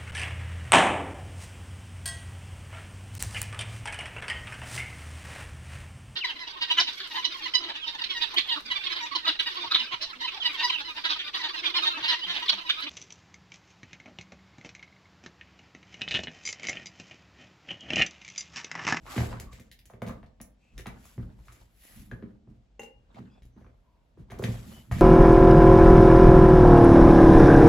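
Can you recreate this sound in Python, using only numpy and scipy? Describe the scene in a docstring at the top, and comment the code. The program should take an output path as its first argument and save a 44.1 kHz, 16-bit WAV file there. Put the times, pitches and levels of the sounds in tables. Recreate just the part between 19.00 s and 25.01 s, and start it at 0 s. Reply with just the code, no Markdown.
"""In a small tiled kitchen, hands empty the plastic rack of a refrigerator door: jars and bottles scrape out,
knock the rack and each other, two glass bottles clink, and at last the rack itself is worked loose.
Contacts are short forces driving resonances of door, rack and stiff plastic; glass is a sum of decaying sines.
Slides and squeaks are shaped noise, shoves leave the hollow door drumming in noise through its modes,
and a decaying noise tail answers the contacts and glass over a quiet floor."""
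import sys
import numpy as np
from scipy import signal
from scipy.fft import rfft, irfft, next_fast_len
from scipy.io import wavfile
from scipy.ndimage import uniform_filter1d, map_coordinates

SR = 44100
rng = np.random.default_rng(int(sys.argv[2]) if len(sys.argv) > 2 else 0)


def unload_wav(signal):
    """Save mono or channel-first audio to the path in sys.argv[1] as 16-bit WAV at rate SR, clipped to [-1, 1]."""
    wavfile.write(
        sys.argv[1],
        SR,
        np.round(np.clip(np.atleast_2d(signal).T, -1, 1) * 32767).astype(np.int16),
    )


N = 265041

# steady murmur of the house, spectral shape: frequency_hz, density_db (relative, per Hz)
QUIET = [(15, -39), (25, -12.5), (49, 11.5), (71, -5), (214, -9), (382, -18), (682, -16.5), (1110, -28),
         (2970, -31), (8000, -41.5), (10400, -68), (17600, -120)]
QUIET_DB = -65  # dB, level about which the murmur wavers
# likeness of left and right in diffuse sound: frequency_hz, likeness (0 to 1)
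ALIKE = [(60, 0.91), (180, 0.99), (550, 0.26), (1650, 0.072), (4970, 0.47), (15000, 0.51)]
# shoves after which the door shudders on: start_s, drumming_db, deep_rumble_db (re drumming)
SHOVES = [(.03, -60.5, 9), (.22, -56, 20), (.33, -52, 10), (.47, -50, -12), (0.622, -60, -13),
          (.96, -56, -11), (1.1, -38.5, -7.5), (1.42, -55.5, -4), (1.778, -52, 6), (1.898, -46, -9),
          (2.22, -45.5, 3), (2.62, -71, 11), (2.982, -49, 4), (3.13, -38.5, -19), (3.25, -55, -8),
          (3.5, -53.5, -4), (3.98, -74.5, 19), (4.2, -49, -6), (4.462, -73, 12.5), (4.601, -53, -2.5),
          (5.199, -54, 4.5), (5.36, -50, 6), (5.48, -42, 0), (5.69, -42, -11), (5.96, -32, -5.5)]
SHOVE_RISE, DRUM_FALL, DEEP_FALL = 310, 138, 61  # dB per second
# modes of the hollow door: frequency_hz, width_hz, level_db (relative)
DOOR = [(48.3, 11, -1), (77.3, 9.4, -3.5), (116.05, 12.7, 1), (190.7, 25.8, -4), (231.3, 29.5, -2.5),
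        (317, 56, -8)]
# modes of the rack: frequency_hz, width_hz, level_db (relative)
RACK = [(352, 156, -6), (389.4, 148, 1), (523, 22.5, -0.5), (653.6, 76, 2.5), (775, 510, -1.5),
        (1190, 413, 2.5)]
# modes of stiff plastic: frequency_hz, width_hz, level_db (relative)
CRACK = [(1686, 810, 1), (2148, 707, 6), (2633, 850, 3), (3730, 2540, -4)]
# modes of the brittle edge: frequency_hz, width_hz, level_db (relative)
SNAP = [(6560, 1500, -4.5), (11060, 440, 1.5), (14800, 2300, -9)]
# things sliding along rack and hand: full_from_s, swell_s, held_s, label_rustle_db,
# rack_scrape_db (re rustle), skin_hiss_db (re rustle)
SLIDES = [(0.121, 0.14, 0.1, -45.5, 4, -7.5), (.31, .08, 0.011, -61, 16.5, -13),
          (0.528, 0.06, .03, -60.5, 1, -14), (1.07, 0.097, 0.018, -72, 19.5, -14.5),
          (1.62, 0.13, 0.23, -79.5, 0.5, -14), (1.88, 0.12, 0.092, -74, 13.5, -14),
          (2.049, 0.29, 0.06, -63, -4, -3.5), (2.199, .04, 0.042, -82, 21, -1),
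          (2.478, 0.32, 0.14, -68, 2.5, -5), (2.838, 0.23, 0.16, -61, -8, 1.5),
          (3.14, 0.18, 0.18, -92, 21, -5), (4.168, 0.19, 0.021, -74, 18, -12),
          (4.27, 0.089, 0.12, -84, 11, -13), (4.58, .05, 0.066, -90.5, 23.5, 2),
          (4.76, 0.19, 0.35, -102, 22, 8), (5.19, .05, 0.08, -98.5, 15, -12),
          (5.319, 0.072, 0.062, -73.5, 15, -8), (5.438, 0.088, 0.1, -54.5, 2, -5.5),
          (5.56, 0.12, 0.083, -62.5, 4, -7), (5.671, 0.15, 0.11, -59.5, 3, -2),
          (5.92, 0.017, .1, -53, -5, -6.5)]
SWELL_DB, SLIDE_FALL = 40, 136  # dB risen in one swell time; dB per second of decay
# spectral shape of the rack scrape, before the plastic's modes: frequency_hz, density_db (relative, per Hz)
SCRAPE = [(150, -12), (250, -4), (462, -11), (854, -7.5), (1150, -13), (1520, -12.5), (2030, -23.5),
          (5000, -30.5), (6500, -54), (11000, -120)]
# spectral shape of the label rustle: frequency_hz, density_db (relative, per Hz)
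RUSTLE = [(500, -120), (1000, -3), (2000, 6.5), (4000, 2), (6000, 0.5), (8000, 2.5), (11000, -84)]
# spectral shape of the skin hiss: frequency_hz, density_db (relative, per Hz)
HISS = [(5000, -120), (7000, -130), (10000, 12.5), (12000, 9), (15000, 4.5), (17000, -16)]
# glass and plastic singing as they slide: start_s, end_s, pitch_hz, width_hz (of one filter pass), level_db
SQUEAKS = [(0.054, 0.196, 1180, 260, -49), (0.462, 0.54, 1160, 61.5, -57.5),
           (1.58, 1.785, 2620, 456.5, -74), (2.782, 3.02, 1920, 205, -72), (4.252, 4.425, 2650, 300, -78.5),
           (4.282, 4.42, 3450, 200, -77), (4.294, 4.388, 5000, 297, -81), (4.481, 4.735, 5950, 400, -87),
           (4.787, 5.085, 967, 119, -77.5), (5.692, 5.848, 3000, 149, -63)]
# contacts: start_s, level_db (of the whole contact), rack_db, door_db, snap_db (all three re crack, before
# each part's fixed trim), favoured_rack_hz, favoured_door_hz, contact_t60_s (at least 0.003 is used)
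KNOCKS = [(0.065, -45, 0.5, -12, -24, 910, 110, 0.21), (.1628, -33, 0.5, 2.5, -21.5, 290, 266, 0.073),
          (.179, -27.5, -1, 1.5, -22, 550, 102, 0.041), (0.2034, -44, 9, 15.5, -7, 665, 125, 0.041),
          (0.2337, -48.5, 15, 2, -13, 420, 117, 0.017), (0.311, -52, 3, -1, -15, 1100, 116, .03),
          (.328, -41, 4, -2, -21, 890, 116, 0.025), (.399, -37, -9, -7.5, 6.5, 380, 53.8, 0.012),
          (0.5289, -46.5, -7.5, -3.5, -10.5, 428, 70, 0.048),
          (0.597, -49, -3.5, -1.5, -2.5, 423, 221, 0.031), (.7147, -44, -26, -26, -12.5, 450, 46.4, 0.066),
          (.7904, -51.5, -36, -8, -11, 565, 49.3, 0.075), (.855, -56, -15, -3.5, -3, 300, 51.7, 0.056),
          (0.899, -57, 10.5, -29, -11, 630, 178, 0.11), (0.936, -53, 8, 4, -17, 408, 111, 0.038),
          (1.0191, -37.5, 7.5, 2.5, -15, 525, 161, 0.05), (1.0649, -44, -13, 6.5, -14.5, 299, 125, 0.058),
          (1.076, -41.5, 3.5, -2, -16, 516, 70.4, 0.1), (1.088, -52, -2, -14, -16, 700, 100, 0.023),
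          (1.0942, -50, 11, 8, -38, 1050, 72.5, 0.075), (1.23, -53, 4, 5, -20, 650, 72.5, 0.04),
          (1.2623, -61.5, -25, -1, -39, 670, 82, .035), (1.4018, -48.5, 1, 1, -27, 586, 199, 0.063),
          (1.4134, -54, -21, -12, 16, 637, 171, 0.023), (1.7786, -43, -9, -8.5, -11.5, 303, 102, 0.098),
          (1.7923, -49.5, 6.5, -23, -55, 320, 139, 0.049), (1.858, -43, 5, -8, -30, 756, 213, 0.14),
          (1.868, -36, -5.5, -4.5, -1.5, 403, 175, 0.013), (2.0534, -62, 5, -13, 5.5, 1100, 45, 0.054),
          (2.195, -59, 12.5, 19.5, -20, 314, 192, .06), (2.179, -52, 11.5, 19, -23, 330, 108, 0.043),
          (2.39, -72, 3, -9, -4, 895, 100, .03), (2.455, -65, -13, -18, 5, 500, 99, 0.024),
          (2.4827, -48.5, -0.5, -6.5, -38, 1220, 66, 0.042), (2.5218, -52.5, -5.5, -26, -2, 295, 46, 0.041),
          (3.1132, -45.5, 2, -27, -23, 440, 100, 0.033), (3.124, -58, 17.5, 18.5, -13, 336, 107, 0.014),
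          (3.225, -53.5, 11, 13, -44, 307, 237, 0.053), (3.2348, -62.5, 13, 21.5, -20, 312, 202, .024),
          (3.474, -74.5, 22, 23, -27, 327, 98, 0.2), (3.7958, -47.5, 4, -7, -6, 396, 254, 0.03),
          (3.8186, -53, -18, -2, -14.5, 484, 250, 0.12), (3.8311, -53, -3, -7, -3, 537, 248, 0.029),
          (4.1441, -58.5, -4, 6, -23, 327, 223, 0.094), (4.1873, -52, -4, 6, -14, 315, 202, 0.024),
          (4.2026, -61, 13, 19.5, -47, 348, 212, 0.022), (4.4214, -58, -16, 9.5, -13.5, 351.4, 45, 0.078),
          (4.453, -68, -20, 23.5, -2.5, 301, 48.4, 0.049), (4.5639, -69, 13.5, 17, -28, 303, 280, .12),
          (4.6105, -64.5, 10.5, 6, -23, 470, 131, 0.084), (4.645, -63.5, 6.5, 1, -25, 1080, 200, 0.026),
          (4.6649, -62, 7.5, 7.5, -38, 430, 54, .04), (5.1727, -73.5, 23, 12, -17, 312, 52.7, 0.21),
          (5.3013, -48, 1.5, -5, -19.5, 386, 110, 0.18), (5.3186, -44.5, 4, -1, -5, 670, 117, 0.014),
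          (5.3404, -50.5, 7, -8, -28, 303, 102, 0.068), (5.387, -49, -19, -12, -4.5, 400, 100, 0.047),
          (5.394, -54, 25.5, 16.5, -20, 390, 96, .023), (5.4233, -45.5, 14, 9, -8, 456, 153, 0.2),
          (5.4389, -24.5, -8, -4, -17.5, 357, 152, 0.035), (5.4834, -49.5, 7, 21, -8, 400, 112, 0.0158),
          (5.913, -36, 4, 11.5, -16.5, 705, 77, 0.14), (5.9536, -43.5, -5, -5, -27.5, 370, 85.6, 0.36),
          (5.9833, -41, -2, 9, -20, 305, 115, 0.24)]
CRACK_HZ, BRIGHTER = 1920, 0.06  # Hz of a crack at rack 0 dB; octaves up per dB of weaker rack
# where the hands work: time_s, left_minus_right_db
PLACE = [(0, -.5), (1.1, 0), (1.25, 3), (2.2, 0), (3.1, 3), (3.8, 1.5), (4.1, -1), (6, 0.5)]
# reverberation of the kitchen: frequency_hz, t60_s
KITCHEN = [(100, 0.73), (700, 0.38), (5000, 0.2), (14000, 0.19)]
# a bottle touches its neighbour: start_s, level_db (before each mode's level)
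TAPS = [(3.114, -39.5)]
# modes of the touched bottle: pitch_hz, level_db (relative), t60_s
NEIGHBOUR = [(1672, 7.5, 0.027), (3110, -22, 0.048), (5690, -47, 0.17), (6600, -23, 0.046)]
# two bottles meet and rebound: start_s, level_db (before each mode's level)
CLINKS = [(3.794, -47), (3.818, -72), (3.832, -53.5)]
# modes of the clinking bottles: pitch_hz, level_db (relative), t60_s
GLASS = [(460, 13.5, 0.057), (524, -5, 0.2), (821, 0.5, 0.18), (880, -3, 0.11), (2060, 7.5, 0.03),
         (2280, -13, 0.17), (2763, 6, 0.18), (2822, -5, 0.41), (6300, -2, 0.068), (7140, 1, 0.029),
         (7180, -8, 0.17)]
# balance of the microphone pair: frequency_hz, left_minus_right_db
LEAN = [(60, 0.5), (240, -1.5), (950, -0.5), (3770, 2), (15000, -0.5)]
TOP_HZ = 15900  # band limit


def amp(db):
    """Decibel law: the amplitude gain of a level in dB."""
    return 10 ** (np.asarray(db) / 20)


def unit(x):
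    """Normalisation of power: x at rms 1."""
    return x / np.sqrt(np.mean(x ** 2) + 1e-20)


def along(points, hz):
    """Interpolation of (Hz, value) points on a logarithmic frequency axis."""
    f, v = np.transpose(points)
    return np.interp(np.log(hz + 1), np.log(f + 1), v)


def wobble(rate):
    """Slow random modulation: a smooth curve through random knots, rate of them a second."""
    knots = rng.standard_normal(int(N * rate / SR) + 4)
    return map_coordinates(knots, [np.arange(N) * rate / SR])


def filtered(x, response):
    """Linear filtering: the spectrum of x times a complex response of frequency."""
    n = x.shape[-1]
    m = next_fast_len(n + SR // 4)
    return irfft(rfft(x, m) * response(np.fft.rfftfreq(m, 1 / SR)), m)[..., :n]


def unit_power(response):
    """Normalisation of a response so that it keeps the rms of white noise."""
    return response / np.sqrt(np.mean(np.abs(response) ** 2))


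def body(modes):
    """Modal superposition: causal resonances of alternating sign, summed and brought to unit power."""
    def response(f):
        total = 0
        for k, (c, w, db) in enumerate(modes):
            resonance = 1j * f * w / (c * c - f * f + 1j * f * w)
            total = total + (-1) ** k * amp(db) * resonance
        return unit_power(total)
    return response


def favoured(modes, hz, fall_db):
    """Selective excitation: modes weakened by fall_db for the squared octave that they lie from hz."""
    return [(c, w, db - fall_db * np.log2(c / hz) ** 2) for c, w, db in modes]


def near(modes, hz, sharpness):
    """Selective excitation: the modes seen through one broad resonance at hz, applied twice."""
    focus = body([(hz, hz / sharpness, 0)])
    return lambda f: unit_power(body(modes)(f) * focus(f) ** 2)


def spread(pair, colour):
    """Partial coherence: unrelated signals as mid and side give a left and right whose likeness follows pitch."""
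    def mid_side(hz):
        turn = np.arccos(np.clip(along(ALIKE, hz), -1, 1)) / 2
        return colour(hz) * [np.cos(turn), np.sin(turn)]
    mid, side = filtered(pair, mid_side)
    return unit(np.array([mid + side, mid - side]))


def grit(grain_db, rate):
    """Stick-slip friction: two noises share a level that varies from grain to grain."""
    level_db = grain_db * wobble(rate) + grain_db / 2 * wobble(rate / 8)
    return amp(level_db) * rng.standard_normal((2, N))


def gestures(peak_s, held_s, db, rise, fall):
    """Energy addition: gestures swell, hold and die at steady dB a second, and their powers add."""
    t = np.arange(0, N + 64, 64) / SR
    before = np.maximum(peak_s - t[:, None], 0)
    after = np.maximum(t[:, None] - peak_s - held_s, 0)
    level = db - rise * before - fall * after
    return np.interp(np.arange(N) / SR, t, np.sqrt(np.sum(amp(level) ** 2, axis=1)))


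def patchy(x, depth_db):
    """Time-frequency modulation: the colour of a noise shifts in random patches."""
    z = signal.stft(x, nperseg=256)[2]
    field = rng.standard_normal(z.shape[1:])
    field = uniform_filter1d(uniform_filter1d(field, 4, 0), 8, 1)
    return signal.istft(z * amp(depth_db * unit(field)), nperseg=256)[1][:, :N]


def floor():
    """Stationary background noise: the steady murmur of the house, its level wavering slightly."""
    level = amp(QUIET_DB + 0.45 * wobble(5.33))
    return level * spread(rng.standard_normal((2, N)), lambda hz: amp(along(QUIET, hz)))


def shudder():
    """Modal damping: each shove sets the hollow door drumming, and its deepest modes last longer."""
    s, drum_db, deep_db = np.transpose(SHOVES)
    deep_modes = body(favoured(DOOR, hz=57.8, fall_db=12))
    drum_modes = body(favoured(DOOR, hz=155, fall_db=10.0))
    deep = spread(grit(grain_db=3, rate=30), deep_modes)
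    drum = spread(grit(grain_db=3.0, rate=45), drum_modes)
    deep = deep * gestures(s, 0, drum_db + deep_db, SHOVE_RISE, DEEP_FALL)
    return deep + drum * gestures(s, 0, drum_db, SHOVE_RISE, DRUM_FALL)


def handling():
    """Sliding friction: pulling things out scrapes the rack and rustles and hisses skin on labels."""
    s, swell, held, db, scrape_db, hiss_db = np.transpose(SLIDES)
    rise = SWELL_DB / np.maximum(swell, .005)

    def stroke(level_db):
        return gestures(s, held, level_db, rise, SLIDE_FALL)

    slips = patchy(grit(grain_db=3.5, rate=400), depth_db=3.5)
    # the scrape sounds through the plastic's modes, narrow ones strongest
    ridges = body([(c, w, 10 * np.log10(c / w)) for c, w, _ in RACK + CRACK])
    scrape = spread(slips, lambda hz: amp(along(SCRAPE, hz)) * (6.7 + np.abs(ridges(hz))))
    skin = grit(grain_db=1.5, rate=550)
    rustle = spread(patchy(skin, depth_db=1.5), lambda hz: amp(along(RUSTLE, hz)))
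    hiss = spread(skin, lambda hz: amp(along(HISS, hz)))
    return stroke(db + scrape_db) * scrape + stroke(db) * rustle + stroke(db + hiss_db) * hiss


def squeaks():
    """Frictional singing: narrow noise of wandering pitch swells and fades over each slide."""
    out = np.zeros((2, N))
    for start, end, hz, width, db in SQUEAKS:
        at = slice(round(start * SR), round(end * SR))
        size = at.stop - at.start
        ring = body([(hz, width, 0)])
        tone = filtered(rng.standard_normal(SR // 2), lambda f: ring(f) ** 2)
        # the noise is read at a varying speed, so its pitch wanders
        knots = np.linspace(1, 1 + 12 * (end - start), size)
        speed = 1 + .02 * map_coordinates(rng.standard_normal(8), [knots])
        tone = map_coordinates(tone, [2000 + np.cumsum(speed)])
        out[:, at] += amp(db) * signal.windows.tukey(size, .6) * unit(tone)
    return out


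def knocks():
    """Impact excitation: a blow, a soft push and a chatter of force drive door, rack and stiff plastic."""
    out, t = np.zeros((2, N + SR)), np.arange(SR // 3) / SR
    blow = np.exp(-t / .00006)  # the first clean touch
    push = np.exp(-t / 0.00084)  # the door feels one soft shove
    edge_rise = 1 - np.exp(-t / 0.0013)  # the brittle edge builds up later
    for s, db, rack_db, door_db, snap_db, rack_hz, door_hz, t60 in KNOCKS:
        crack_hz = CRACK_HZ * 2 ** (-BRIGHTER * rack_db)
        pan_db = np.interp(s, *np.transpose(PLACE))
        # bounces of random strength, 100 samples (about 2 ms) apart
        bounces_db = np.repeat(rng.standard_normal(len(t) // 100 + 1), 100)[:len(t)]
        rattle = amp(4 * bounces_db - 2)
        envelope = amp(-60 * t / max(t60, .003)) * (1 - np.exp(-t / 0.00048))
        chatter = envelope * rattle * rng.standard_normal(len(t))
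        door = filtered(push, body(favoured(DOOR, door_hz, fall_db=7.5)))
        rack = filtered(chatter + 12 * blow, near(RACK, rack_hz, sharpness=1.6))
        crack = filtered(chatter + 5 * blow, near(CRACK, crack_hz, sharpness=0.5))
        snap = filtered(chatter * edge_rise, body(SNAP))
        plastic = amp(rack_db - 11.5) * rack + amp(-8.0) * crack + amp(snap_db + 3.5) * snap
        sides = amp([[pan_db / 2], [-pan_db / 2]])
        contact = amp(door_db - 0.5) * door + sides * plastic
        out[:, round(s * SR):][:, :len(t)] += amp(db) * contact
    return out[:, :N]


def kitchen(x):
    """Reverberant decay: noise in which each frequency dies at its own speed answers the source."""
    hz, t, z = signal.stft(rng.standard_normal((2, SR // 2)), SR, nperseg=256)
    decay = amp(-60 * t / along(KITCHEN, hz)[:, None])
    tail = signal.istft(z * decay, SR, nperseg=256)[1]
    tail = tail / np.linalg.norm(tail[0])
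    late = np.pad(x, (200, 0))[None]  # the answer starts 200 samples late
    wet = signal.fftconvolve(late, tail, axes=1)[:, :N]
    # long waves reach both ports alike
    wet += filtered(wet[::-1] - wet, lambda f: 1 / (1 + (f / 300) ** 2)) / 2
    # the echo is thinned in the bass, so the door's low ringing stays clear
    return filtered(wet, lambda f: 1j * f / (250 + 1j * f))


def ringing(blows, modes):
    """Free vibration: each blow rings the glass modes anew; the holding hand and the liquid make them waver."""
    out, t = np.zeros(N + SR), np.arange(SR // 2) / SR
    onset = 1 - np.exp(-t / 0.0013)
    for s, db in blows:
        for hz, level, t60 in modes:
            chance_db = 1.5 * rng.standard_normal()
            drift = .018 * np.cumsum(rng.standard_normal(len(t)))  # radians
            decay = amp(level + chance_db - 60 * t / t60)
            ring = decay * np.sin(2 * np.pi * hz * t + drift)
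            out[round(s * SR):][:len(t)] += amp(db) * ring * onset
    return out[:N]


def scene():
    """Superposition: contacts and glass with their echo, over handling, shudder, squeaks and floor."""
    hits = knocks()
    glass = ringing(CLINKS, GLASS) + ringing(TAPS, NEIGHBOUR)
    echo = kitchen(amp(-0.5) * hits.mean(axis=0) + amp(-3.5) * glass)
    placed_glass = glass * amp([[1.2], [-1.2]])  # toward the left
    return hits + placed_glass + echo + shudder() + handling() + squeaks() + floor()


def record(dry):
    """Stereo time and level differences: the left port leads slightly, levels lean with pitch, the top is cut."""
    side = np.array([[.5], [-.5]])
    lead = 2e-5  # s, left ahead of right

    def ports(hz):
        balance = amp(side * along(LEAN, hz))
        return (hz < TOP_HZ) * balance * np.exp(2j * np.pi * hz * side * lead)

    return filtered(dry, ports)


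dry = scene()
out = record(dry)
unload_wav(out)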